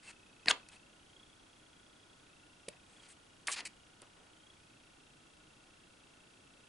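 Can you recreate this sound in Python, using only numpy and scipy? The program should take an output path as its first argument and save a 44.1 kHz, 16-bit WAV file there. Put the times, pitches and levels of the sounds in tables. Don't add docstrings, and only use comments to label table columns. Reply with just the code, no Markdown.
import sys
import numpy as np
from scipy import signal
from scipy.fft import rfft, irfft
from scipy.io import wavfile

SR = 44100
rng = np.random.default_rng(int(sys.argv[2]) if len(sys.argv) > 2 else 0)


def transcribe(signal):
    frames = np.atleast_2d(signal).T
    limited = np.clip(frames, -1, 1)
    pcm = np.round(limited * 32767).astype(np.int16)
    wavfile.write(sys.argv[1], SR, pcm)


N = 294588
TIME = np.arange(N) / SR
FREQ = np.maximum(np.arange(N // 2 + 1) * SR / N, 1)


def undb(db):
    return 10 ** (np.asarray(db) / 20)


def unit(x):
    return x / np.sqrt(np.mean(x ** 2))


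def spectrum(points):
    hz, db = np.transpose(points)
    return undb(np.interp(np.log(FREQ), np.log(hz), db))


def resonance(hz, width_hz):
    return 1 / (1 + 1j * (FREQ ** 2 - hz ** 2) / (FREQ * width_hz))


def noise(colour):
    return unit(irfft(rfft(rng.standard_normal(N)) * colour, N))


def add(out, start_s, sound):
    i = max(int(start_s * SR), 0)
    out[i:i + len(sound)] += sound[:max(N - i, 0)]


def envelope(attack_s, hold_until_s, release_s):
    t = TIME[:min(int((hold_until_s + 6 * release_s) * SR), 16000)]
    return np.minimum(t / attack_s, 1) * np.exp(-np.maximum(t - hold_until_s, 0) / release_s)


def glide(length_s, first_hz, last_hz):
    count = max(int(length_s * SR), 16)
    phase = 2 * np.pi * np.cumsum(np.linspace(first_hz, last_hz, count)) / SR
    return np.hanning(count) * np.sin(phase)


def ring(modes):
    t = TIME[:SR // 5]
    return sum(undb(db - 60 * t / t60_s) * np.sin(2 * np.pi * hz * t) for hz, db, t60_s in modes)


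# frequency_hz, gain_db
HISS_SPECTRUM = [(15, -4.5), (25, -5.5), (42, 1), (62, -5.5), (95, -1), (230, -2.5), (305, -2), (430, -7),
                 (1100, -11), (2000, -14), (3200, -14), (4400, -16), (11000, -20)]
# frequency_hz, side_to_mid_db
HISS_WIDTH = [(30, -23), (70, -17.5), (180, -10.5), (340, -5.5), (600, 0), (1100, 1), (2000, 0), (3500, -2),
              (6500, -6.5), (11000, -9)]
# centre_hz, width_hz, level_db
WHIR_BANDS = [(1446, 97, -77.5), (1302, 40, -83), (313, 27, -81)]

def room_hiss(mid_db=-64):
    colour = spectrum(HISS_SPECTRUM)
    side_colour = colour * spectrum(HISS_WIDTH)
    side = noise(side_colour) * np.linalg.norm(side_colour) / np.linalg.norm(colour)
    whir = sum(undb(db) * noise(resonance(hz, width_hz) ** 2) for hz, width_hz, db in WHIR_BANDS)
    return undb(mid_db) * (noise(colour) + np.array([side, -side])) + whir


# time_s, pitch_hz, gain_db
BUZZ_COURSE = [(0, 890, -2.5), (0.3, 860, -4), (0.5, 875, -3), (0.72, 861, -0.5), (0.95, 928, -1),
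               (1.22, 1122, 2.5), (1.42, 1118, -10), (2.12, 1116, -6), (2.36, 1340, -2), (2.62, 1365, 1.5),
               (2.85, 1256, -7), (3.0, 1090, 1), (3.25, 957, -1), (4.3, 970, 0), (4.52, 1124, 1),
               (4.66, 1290, -8), (4.85, 1356, -2.5), (6.68, 1338, -2.5)]
# frequency_hz, level_db
CASING_RESPONSE = [(1900, -85), (2340, -71), (2620, -56.5), (2730, -63), (2880, -68.5), (3060, -66),
                   (3320, -56), (3510, -71), (4200, -89)]
# pitch_hz, lag_s, sigma_s, level_db
BLIPS = [(2483, -0.0022, 0.00047, -63.5), (3283, -0.003, 0.002, -64.5), (3715, -0.0047, 0.0014, -68.5),
         (2835, 0.0031, 0.00066, -63)]

def interference(rate_hz=29.965, burst_sigma_s=0.003, scatter_db=0.7, detune=0.003, swing_db=1.5):
    times, pitches, gains = np.transpose(BUZZ_COURSE)
    pitch = np.interp(TIME, times, pitches)
    cycle = np.round(TIME * rate_hz).astype(int)
    offset_s = TIME - cycle / rate_hz
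    polarity = (-1) ** cycle
    pitch_jitter, level_jitter, blip_phase = rng.standard_normal((cycle[-1] + 1, 3))[cycle].T
    phase = 2 * np.pi * pitch * (1 + detune * pitch_jitter) * offset_s
    casing_hz, casing_db = np.transpose(CASING_RESPONSE)
    buzz = sum(undb(np.interp(k * pitch, casing_hz, casing_db)) * np.sin(k * phase) for k in (2, 3))
    buzz *= np.exp(-0.5 * (offset_s / burst_sigma_s) ** 2)
    buzz *= undb(np.interp(TIME, times, gains) + scatter_db * level_jitter)
    blips = np.zeros(N)
    for hz, lag_s, sigma_s, db in BLIPS:
        window = np.exp(-0.5 * ((offset_s - lag_s) / sigma_s) ** 2)
        blips += undb(db) * window * np.sin(2 * np.pi * hz * offset_s + blip_phase)
    swing = undb(swing_db * polarity)
    return polarity * (buzz / swing + blips * swing)


def reflections(source):
    channels = []
    for _ in range(2):
        response = 0
        for delay_s, t60_s, db, cutoff_hz in [(0.001, 0.09, -17, 7000), (0.008, 0.22, -14, 3300)]:
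            decay = rng.standard_normal(N) * undb(-60 * TIME / t60_s) * (TIME > delay_s)
            response += undb(db) * rfft(decay) / np.linalg.norm(decay) / (1 + 1j * FREQ / cutoff_hz)
        channels.append(irfft(rfft(source) * response, N))
    return np.array(channels)


def friction(count, colour, rate_hz, spread_db):
    size = 16384
    strength = undb(spread_db * np.minimum(rng.exponential(size=size), 4))
    clicks = (rng.random(size) < rate_hz / SR) * rng.choice([-1, 1], size) * strength
    gain = np.interp(np.fft.rfftfreq(size, 1 / SR), FREQ, np.abs(colour))
    return unit(irfft(rfft(clicks) * gain)[:count])


# frequency_hz, gain_db
FIBRE_SPECTRUM = [(2000, -8), (5000, 2), (6400, -1), (7200, -2), (10200, -5), (11200, -11.5)]

def fibre_hiss(count, centre_hz):
    band = np.abs(resonance(centre_hz, width_hz=4000)) ** 2
    return friction(count, spectrum(FIBRE_SPECTRUM) * band, rate_hz=3100, spread_db=1.7)


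# frequency_hz, gain_db
SHEET_SPECTRUM = [(60, -38), (250, -14.5), (600, -9.5), (1000, -0.5), (1600, -1.5), (2500, 1.5), (3600, 0),
                  (4600, -1.5), (5400, -5.5), (11000, -22)]

def sheet_rustle(count, tilt_db, echo, echo_s=0.00043):
    octaves = np.log2(np.clip(FREQ, 500, None) / 2000)
    comb = 1 + echo * np.exp(-2j * np.pi * FREQ * echo_s)
    colour = spectrum(SHEET_SPECTRUM) * undb(tilt_db * octaves) * comb
    return friction(count, colour, rate_hz=3700, spread_db=-1.5)


# start_s, level_db
SETTLINGS = [(0.514, -44), (2.722, -62.5), (3.609, -55), (4.019, -58.5)]

def settling():
    out = np.zeros(N)
    for start_s, db in SETTLINGS:
        pressure = envelope(attack_s=0.0025, hold_until_s=0.0025, release_s=0.035)
        add(out, start_s, undb(db) * pressure * sheet_rustle(len(pressure), tilt_db=-8.5, echo=0.072))
    return out


# start_s, length_s, swell_db, sheet_db, tilt_db_per_octave, fibre_db, fibre_hz, echo_ratio
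SLIDES = [(0.018, 0.093, 11.5, -59.5, -2, -63, 8300, 0.34), (0.467, 0.022, 14, -40, -4, -55, 8500, 0.6),
          (0.483, 0.020, 16.5, -38.5, -2, -40, 8250, 0.1), (0.507, 0.0057, 5, -26.5, 0, -36, 6970, 0.05),
          (0.712, 0.053, -3, -61.5, -2, -67, 8700, 0), (2.86, 0.22, -1, -69.5, -6.5, -73, 8040, 0.4),
          (3.018, 0.048, 3, -65, 3, -72, 7800, 0.3), (3.081, 0.045, 3, -65, -1, -61, 8600, 0.3),
          (3.473, 0.039, -1, -44, -3, -46, 9600, 0), (3.514, 0.022, -1, -42, 3.5, -38.5, 8060, 0.2),
          (3.536, 0.016, -8, -43.5, 1, -51, 8900, 0.2), (3.556, 0.053, 0.5, -43.5, 0, -59, 9700, 0.27),
          (3.650, 0.026, -8.5, -46, 0.5, -47.5, 8150, 0.65),
          (4.151, 0.15, -4, -69.5, -10.5, -88, 8500, 0.2)]

def sliding():
    out = np.zeros(N)
    for start_s, length_s, swell_db, sheet_db, tilt_db, fibre_db, fibre_hz, echo in SLIDES:
        pressure = envelope(0.17 * length_s, length_s, release_s=0.0018 + 0.039 * length_s)
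        count = len(pressure)
        progress = np.minimum(TIME[:count] / length_s, 1)
        pressure *= undb(swell_db * (progress - 0.5))
        sheet = undb(sheet_db) * sheet_rustle(count, tilt_db, echo)
        fibres = undb(fibre_db) * fibre_hiss(count, fibre_hz)
        add(out, start_s, pressure * (sheet + fibres))
    return out


# start_s, length_s, sheet_db, tilt_db_per_octave, fibre_db
EDGE_FLICKS = [(0.4584, 0.002, -39.5, -0.5, -54), (0.6867, 0.003, -52.5, 6.5, -54.5),
               (2.6845, 0.0036, -43, 0.5, -42), (3.4706, 0.0061, -34, 8.5, -39.5),
               (4.0175, 0.0027, -55, 6, -54.5)]

def flicks():
    out = np.zeros(N)
    for start_s, length_s, sheet_db, tilt_db, fibre_db in EDGE_FLICKS:
        pressure = envelope(attack_s=0.00037, hold_until_s=length_s, release_s=0.0013)
        sheet = undb(sheet_db) * sheet_rustle(len(pressure), tilt_db, echo=0.13)
        fibres = undb(fibre_db) * fibre_hiss(len(pressure), centre_hz=9600)
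        add(out, start_s, pressure * (sheet + fibres))
    return out


# crest_s, pitch_hz, level_db
BLOCK_PATS = [(0.4644, 240, -40.5), (0.508, 650, -31.5), (2.6845, 501, -35), (3.486, 710, -41),
              (4.023, 503, -56)]
# pitch_ratio, gain_db, t60_s
BLOCK_MODES = [(1.2, -10.5, 0.06), (0.39, -16, 0.045)]

def pats(length_s=0.00609, rise=0.22):
    out = np.zeros(N)
    for crest_s, hz, db in BLOCK_PATS:
        add(out, crest_s - length_s / 2, undb(db) * glide(length_s, hz * (1 - rise), hz * (1 + rise)))
        modes = [(ratio * hz, gain_db, t60_s) for ratio, gain_db, t60_s in BLOCK_MODES]
        add(out, crest_s, undb(db) * ring(modes))
    return out


# crest_s, length_s, pitch_hz, level_db
PAPER_SQUEAKS = [(0.085, 0.033, 2650, -48), (0.475, 0.012, 1870, -34.5), (0.503, 0.010, 1510, -27.5),
                 (3.494, 0.017, 1132, -40.5)]

def squeaks(sag=0.054):
    out = np.zeros(N)
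    for crest_s, length_s, hz, db in PAPER_SQUEAKS:
        add(out, crest_s - length_s / 2, undb(db) * glide(length_s, hz * (1 + sag), hz * (1 - sag)))
    return out


# crest_s, first_hz, last_hz, level_db
BUCKLES = [(0.4836, 1590, 2980, -14), (0.4850, 3650, 4950, -10), (0.5077, 2860, 3300, -20),
           (0.5103, 2780, 3300, -13.5), (0.5128, 3200, 2460, -21), (3.4838, 1740, 2430, -21.5),
           (3.4872, 2280, 1780, -30)]
# pitch_hz, gain_db, t60_s
SHEET_MODES = [(1634, -18, 0.03), (1185, -26.5, 0.065), (739, -26, 0.022)]

def snaps(length_s=0.0019):
    out = np.zeros(N)
    for crest_s, first_hz, last_hz, db in BUCKLES:
        add(out, crest_s - length_s / 2, undb(db) * glide(length_s, first_hz, last_hz))
        add(out, crest_s, undb(db) * ring(SHEET_MODES))
    return out


# time_s, left_minus_right_db
TREBLE_BALANCE = [(0, .9), (.5, 1.5), (2.68, -2.4), (3.05, 1), (3.47, .6), (3.67, 1)]

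def shadowed(source, corner_hz=1000):
    treble = irfft(rfft(source) * FREQ ** 2 / (FREQ ** 2 + corner_hz ** 2), N)
    balance_db = np.interp(TIME, *np.transpose(TREBLE_BALANCE))
    gains = undb([balance_db / 2, -balance_db / 2])
    return source + treble * (gains - 1)


def scene():
    paper = sliding() + flicks() + settling() + pats() + squeaks() + snaps()
    return reflections(paper) + shadowed(paper) + interference() + room_hiss()


def record(dry, cutoff_hz=10950):
    return signal.sosfilt(signal.ellip(10, 0.1, 70, cutoff_hz, fs=SR, output="sos"), dry)


dry = scene()
out = record(dry)
transcribe(out)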